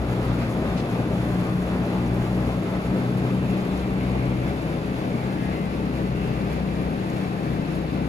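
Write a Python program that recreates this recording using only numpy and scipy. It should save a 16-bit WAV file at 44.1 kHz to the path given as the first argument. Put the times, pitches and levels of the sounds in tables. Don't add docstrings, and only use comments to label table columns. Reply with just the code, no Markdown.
import sys
import numpy as np
from scipy import signal
from scipy.fft import rfft, irfft, next_fast_len
from scipy.io import wavfile
from scipy.ndimage import map_coordinates

SR = 44100
rng = np.random.default_rng(int(sys.argv[2]) if len(sys.argv) > 2 else 0)


def wav_record(signal):
    frames = np.transpose(np.atleast_2d(signal))
    bounded = np.clip(frames, -1, 1)
    quanta = np.round(bounded * 32767).astype(np.int16)
    wavfile.write(sys.argv[1], SR, quanta)


N = 356328
TIME = np.arange(N) / SR
FFT_SIZE = next_fast_len(N)
BIN_HZ = np.arange(FFT_SIZE // 2 + 1) * SR / FFT_SIZE
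LEFT_RIGHT = np.array([[1], [-1]])
PADDLES_PER_TURN, SHAFT_PER_TURN, DRUM_PER_TURN = 1.008, .5235, .128

# time in seconds, share of the turn (0 facing, 1 away).
MICROPHONE_TURN = [(0, 0), (2.3, 0.01), (3.5, 0.23), (5.5, 0.65), (8.08, 0.92)]
# frequency in Hz, left over right in dB.
PORT_MISMATCH = [(30, 0.8), (110, 0.5), (3000, -0.5), (4200, 1.5), (5100, -2.5), (6200, -4.5), (7400, 1),
                 (8500, -0.5)]
# time in seconds, level in dB, resonance in Hz.
BUZZ_COURSE = [(5.17, -66, 1600), (5.3, -57, 1690), (5.35, -51.5, 1740), (5.42, -50.5, 1780),
               (5.47, -49.5, 1930), (5.58, -52, 2030), (5.65, -55, 2120), (5.69, -68, 2140)]
# start in seconds, level in dB, centre in Hz, T60 in seconds.
STALK_FLICKS = [(.25, -51, 10000, .08), (.491, -45, 8000, 0.17), (.52, -50, 7000, 0.11),
                (1.18, -57, 6000, .1), (1.62, -51, 9000, 0.19), (2.06, -49, 6500, .15),
                (2.14, -50, 10000, 0.19), (3.17, -51, 10000, .14), (3.772, -50, 8000, .13),
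                (5.07, -49, 10000, .12), (6.524, -51, 9000, 0.14), (7.1, -51, 6000, .1),
                (7.75, -52, 9000, .15)]
# middle and length in
# seconds, centre and width in Hz, level in dB.
SPOUT_SCRAPES = [(.2, .8, 1280, 240, -46), (.4, .4, 3680, 1800, -55), (.44, .1, 2200, 900, -45),
                 (.793, .036, 3400, 2800, -41.5), (1.5, 1, 1184, 160, -48), (2.85, .7, 1305, 70, -49),
                 (3.45, .32, 2600, 400, -51), (3.7, .25, 3300, 1100, -52), (4.25, .6, 2350, 400, -47),
                 (4.15, .75, 2660, 220, -55), (4.157, .018, 660, 280, -31), (5.13, .18, 2290, 200, -50),
                 (5.6, .12, 2600, 260, -53), (6.25, .26, 2720, 300, -50.5)]
# frequency in Hz, level in dB facing and turned away.
SPOUT_MODES = [(1165, -56, -61), (1307, -57, -65), (1475, -60, -66), (2060, -60, -59), (2314, -59.5, -56),
               (2615, -59, -57.5), (3490, -61, -67), (4470, -69, -69)]
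# frequency in Hz, relative spectral density in dB.
HAY_SPECTRUM = [(1500, 13.5), (3500, 8), (5500, -3), (7000, 4), (8600, 0.5), (11000, 1.5), (12700, -1),
                (14800, -4), (16000, -12)]
CLATTER_SPECTRUM = [(300, -3.5), (1000, -0.5), (1500, 2.5), (2050, 3.5), (2600, 1.5), (3050, -6),
                    (3500, -4.5), (4100, -6), (4800, -8), (5800, -14.5), (9000, -30)]
KNOCK_SPECTRUM = [(350, -10), (550, 5), (720, 4.5), (950, -3.5), (1300, -6), (2400, -8), (3200, -13.5),
                  (4500, -17), (6000, -32)]
ROAR_SPECTRUM = [(20, -42), (32, -21), (50, -2), (85, -1.5), (140, 1.5), (240, 1.5), (320, 0.5), (420, -3),
                 (520, -10), (700, -20.5), (1000, -25.5), (2000, -33)]
RUSH_SPECTRUM = [(250, -20), (420, -2.5), (560, 1.2), (720, -1.5), (900, -6.5), (1200, -9), (1600, -15),
                 (3000, -25.5), (6000, -73)]
# time in seconds, turns per second.
CRANK_SPEED = [(0, 30.27), (.25, 30.28), (.5, 29.66), (.85, 29.7), (1.4, 30.19), (2.1, 30.27), (3, 31.01),
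               (4, 31.43), (8.08, 31.52)]
CYLINDER_DB = [1.3, -1.5, 0.42, -0.6]
# multiple of that part's rate, level in dB facing and turned away.
ENGINE_ORDERS = [(1, -58, -55), (3.5, -56, -51), (4.5, -49, -56), (5.5, -53, -44), (7, -43.5, -50),
                 (7.5, -54, -48), (8, -39, -43.5), (8.5, -46, -52), (9, -49, -46.5), (9.5, -45.5, -52),
                 (10, -52, -47), (10.5, -44, -47), (12.5, -58, -53), (14, -49, -49), (15, -60, -49),
                 (16, -56, -48), (17, -54, -57), (18, -57, -50.5), (20, -54, -59), (22, -58, -56),
                 (24, -56, -61), (28, -57.5, -58), (34, -59, -59.5)]
PADDLE_ORDERS = [(5, -40, -33.5), (7, -44, -45.5), (8, -47.5, -50.5), (9, -51, -43), (10, -48, -45.5),
                 (11, -52, -50), (13, -45, -45.3)]
SHAFT_ORDERS = [(2, -52, -56), (3, -56, -58), (4, -38.5, -54), (5, -53, -52), (7, -41, -47),
                (8, -44, -46.5), (12, -74, -53)]
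# time in seconds, levels of the 2nd, 4th and 6th orders in dB.
HUM_ENVELOPE = [(0, -35, -38, -33), (.5, -39, -34, -33.5), (1.3, -42, -35.5, -29.5), (2.3, -39, -35, -29.5),
                (3.2, -39, -32.5, -28), (4.1, -37.5, -34.5, -30.5), (4.9, -41, -37, -32),
                (6.3, -37, -39, -32), (8.08, -40.5, -39.5, -35)]
# multiple of the rotation rate, then in dB relative
HUM_ORDERS = [(2, -2.5, -2, -3), (4, 2.5, -.5, -1.5), (6, -0.5, 0, -38)]


def from_db(db):
    return 10 ** (np.asarray(db) / 20)


def unit_rms(x):
    return x / np.sqrt(np.mean(x ** 2) + 1e-20)


def curves(rows):
    seconds, *columns = np.transpose(rows)
    return [np.interp(TIME, seconds, column) for column in columns]


def turning(facing, away):
    return facing + (away - facing) * curves(MICROPHONE_TURN)[0]


def filtered(x, gain):
    return irfft(rfft(x, FFT_SIZE) * gain, FFT_SIZE)[..., :N]


def coloured(x, spectrum):
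    hz, db = np.transpose(spectrum)
    gain_db = np.interp(np.log(BIN_HZ + 1), np.log(hz), db, left=-90, right=-90)
    return unit_rms(filtered(x, from_db(gain_db)))


def drift(rate_hz):
    hop, settling = 100, 1000
    pole = np.exp(-2 * np.pi * rate_hz * hop / SR)
    noise = rng.standard_normal(N // hop + settling + 2)
    slow = signal.lfilter([1], [1, -2 * pole, pole * pole], noise)[settling:]
    return np.interp(np.arange(N) / hop, np.arange(len(slow)), unit_rms(slow))


def tone(cycles):
    return np.sqrt(2) * np.sin(2 * np.pi * (cycles + rng.random()))


def ringing(t60_s):
    t = TIME[:SR // 4]
    response = rng.standard_normal(len(t)) * from_db(-60 * t / t60_s)
    return response / np.sqrt(np.sum(response ** 2))


def at_ports(source):
    lead_ms = turning(.18, .47)
    shifts = LEFT_RIGHT * lead_ms * SR / 2000
    return np.array([map_coordinates(source, [np.arange(N) + shift], order=1) for shift in shifts])


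def in_barn(x, spectrum, wet_db, port_gap_s=.0004):
    direct = at_ports(coloured(x, spectrum))
    coherence = np.sinc(2 * BIN_HZ * port_gap_s)
    wash = coloured(rng.standard_normal((2, N)), spectrum)
    mid, side = filtered(wash, np.sqrt([(1 + coherence) / 2, (1 - coherence) / 2]))
    return unit_rms(direct + from_db(wet_db) * np.array([mid + side, mid - side]))


def with_reflections(x, lowest_hz=550, count=8, echo_db=-17.5, slide_s_per_s=.0016):
    upper = signal.sosfilt(signal.butter(2, lowest_hz, "high", fs=SR, output="sos"), x)
    out = x.copy()
    for delay_s, slide in zip(rng.uniform(.008, .028, count), rng.uniform(-1, 1, count)):
        emitted_s = TIME - delay_s - slide_s_per_s * slide * (TIME - TIME.mean())
        out += from_db(echo_db) * np.array([np.interp(emitted_s, TIME, port) for port in upper])
    return out


def buzz(pitch_hz=186.7, half_width_hz=260, jitter=.0015, flutter_db=1.8, even_db=-4.5, lean_db=5):
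    level_db, centre_hz = curves(BUZZ_COURSE)
    cycles = np.cumsum(pitch_hz * (1 + jitter * drift(34))) / SR
    reedy = np.zeros(N)
    for k in range(8, 14):
        harmonic = tone(k * cycles) * from_db(flutter_db * drift(25) + even_db * (k % 2 == 0))
        reedy += harmonic / (1 + ((k * pitch_hz - centre_hz) / half_width_hz) ** 2)
    sounding = (TIME > BUZZ_COURSE[0][0]) & (TIME < BUZZ_COURSE[-1][0])
    return from_db(level_db + lean_db * LEFT_RIGHT) * sounding * reedy


def stalks(cracks_per_s=2500):
    out = np.zeros(N)
    t = TIME[:SR // 4]
    for start_s, db, hz, t60_s in STALK_FLICKS:
        band = signal.butter(1, [hz / np.sqrt(2), hz * np.sqrt(2)], "band", fs=SR, output="sos")
        cracks = rng.standard_normal(len(t)) * (rng.random(len(t)) < cracks_per_s / SR)
        at = round(start_s * SR)
        out[at:at + len(t)] += unit_rms(signal.sosfilt(band, cracks)) * from_db(db - 60 * t / t60_s)
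    return out


def hay_hiss(bits_per_s=9000, size_db=3, clump_db=.77, scatter_db=-11):
    sizes = from_db(size_db * np.minimum(rng.exponential(1, N), 4)) * rng.choice([-1, 1], N)
    grains = coloured(sizes * (rng.random(N) < bits_per_s / SR), HAY_SPECTRUM)
    level = from_db(turning(-49.5, -52.5) + clump_db * drift(12))
    left = level * grains + stalks()
    offset_s, offset_rad = .0002127, 1.89
    right = filtered(left, np.exp(1j * (2 * np.pi * BIN_HZ * offset_s - offset_rad)))
    scattered = level * coloured(rng.standard_normal((2, N)), HAY_SPECTRUM)
    return np.array([left, right]) + from_db(scatter_db) * scattered


def scrapes(slip_db=3, slips_per_s=45):
    out = np.zeros((2, N))
    friction = rng.standard_normal((2, N)) * from_db(slip_db * drift(slips_per_s))
    for middle_s, length_s, hz, width_hz, db in SPOUT_SCRAPES:
        band = signal.butter(2, [hz - width_hz / 2, hz + width_hz / 2], "band", fs=SR, output="sos")
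        swell = np.exp(-2 * ((TIME - middle_s) / length_s) ** 2)
        out += from_db(db) * swell * unit_rms(signal.sosfilt(band, friction))
    return out


def spout_rattle(hits_per_s=700, t60_cycles=105):
    hits = rng.random(N) < hits_per_s / SR
    out = np.zeros((2, N))
    for hz, facing_db, away_db in SPOUT_MODES:
        radius = from_db(-60 * hz / (t60_cycles * SR))
        feedback = [1, -2 * radius * np.cos(2 * np.pi * hz / SR), radius * radius]
        clicks = hits * rng.standard_normal((2, N)) + 1e-18
        ring = signal.lfilter([1, 0, -1], feedback, clicks)
        out += from_db(turning(facing_db, away_db)) * unit_rms(ring)
    return out


def valve_clatter(turns, depth=.3):
    rattle = rng.standard_normal(N) * (1 + depth * np.cos(4 * np.pi * turns))
    return from_db(turning(-44, -44.5)) * in_barn(rattle, CLATTER_SPECTRUM, wet_db=7.5)


def diesel_knock(turns, t60_s=.13, uneven_db=1.2, level_db=-45.5):
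    firings = np.flatnonzero(np.diff(np.floor(2 * turns)))
    strength_db = uneven_db * rng.standard_normal(N)
    shared = np.array([ringing(t60_s), ringing(t60_s)])
    block = np.zeros((2, N))
    for cylinder, db in enumerate(CYLINDER_DB):
        at = firings[cylinder::len(CYLINDER_DB)]
        knocks = np.zeros((1, N))
        knocks[0, at] = from_db(db + strength_db[at])
        own = np.array([ringing(t60_s), ringing(t60_s)])
        block += signal.fftconvolve(knocks, shared + own, axes=1)[:, :N]
    return from_db(level_db) * coloured(block, KNOCK_SPECTRUM)


def harmonics(turns, orders, waver_db):
    return sum(from_db(turning(facing_db, away_db) + waver_db * drift(1)) * tone(order * turns)
               for order, facing_db, away_db in orders)


def hum(turns, waver_db=1.4, blower_in_step_s=2.23):
    fan_blades_per_turn, fan_beats_with, fan_in_step_s, fan_db = 6.165, 6, 2.166, -8.5
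    crank_turns = turns - np.interp(blower_in_step_s, TIME, turns)
    fan_lead = (fan_blades_per_turn - fan_beats_with) * (turns - np.interp(fan_in_step_s, TIME, turns))
    out = np.zeros(N)
    for (order, facing_db, away_db, blower_db), level_db in zip(HUM_ORDERS, curves(HUM_ENVELOPE)):
        engine_cycles = order * crank_turns + rng.random()
        blower_cycles = engine_cycles + order * (PADDLES_PER_TURN - 1) * crank_turns
        partials = [(engine_cycles, turning(facing_db, away_db)), (blower_cycles, blower_db)]
        if order == fan_beats_with:
            partials.append((engine_cycles + fan_lead, fan_db))
        for cycles, db in partials:
            level = from_db(level_db + db + waver_db * drift(1))
            out += level * np.sqrt(2) * np.sin(2 * np.pi * cycles)
    return out


def drone(turns, flutter_db=.57):
    engine = harmonics(turns, ENGINE_ORDERS, waver_db=1.5)
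    paddles = harmonics(turns * PADDLES_PER_TURN, PADDLE_ORDERS, waver_db=2.2)
    shaft = harmonics(turns * SHAFT_PER_TURN, SHAFT_ORDERS, waver_db=.5)
    uneven = from_db(flutter_db * drift(11))
    return at_ports(uneven * hum(turns) + engine + paddles + shaft)


def hay_flow(turns, ragged=1.2):
    return unit_rms(tone(DRUM_PER_TURN * turns) + ragged * drift(8))


def blower(turns, flow, chop=.13, gust_db=1, surge_db=.65):
    puffs = (1 + chop * np.cos(2 * np.pi * PADDLES_PER_TURN * turns)) * from_db(gust_db * drift(5.6))
    roar = in_barn(rng.standard_normal(N) * puffs, ROAR_SPECTRUM, wet_db=-3.5)
    rush = in_barn(rng.standard_normal(N) * puffs, RUSH_SPECTRUM, wet_db=-1.5)
    return from_db(turning(-29, -31)) * roar + from_db(turning(-34.5, -38) + surge_db * flow) * rush


def scene(rattle_surge_db=.75, hiss_surge_db=.66):
    turns = np.cumsum(curves(CRANK_SPEED)[0]) / SR
    flow = hay_flow(turns)
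    pan = from_db(turning(2, 4) * LEFT_RIGHT / 2)
    rattling = from_db(rattle_surge_db * flow) * (valve_clatter(turns) + spout_rattle() + scrapes())
    machine_noise = pan * (blower(turns, flow) + diesel_knock(turns)) + rattling
    machine = pan * drone(turns) + with_reflections(machine_noise)
    return machine + from_db(hiss_surge_db * flow) * hay_hiss() + buzz()


def record(dry, cutoff_hz=15300):
    mismatch_db = np.interp(BIN_HZ, *np.transpose(PORT_MISMATCH))
    heard = filtered(dry, from_db(mismatch_db * LEFT_RIGHT / 2))
    return signal.sosfilt(signal.ellip(10, .1, 90, cutoff_hz, fs=SR, output="sos"), heard)


dry = scene()
out = record(dry)
wav_record(out)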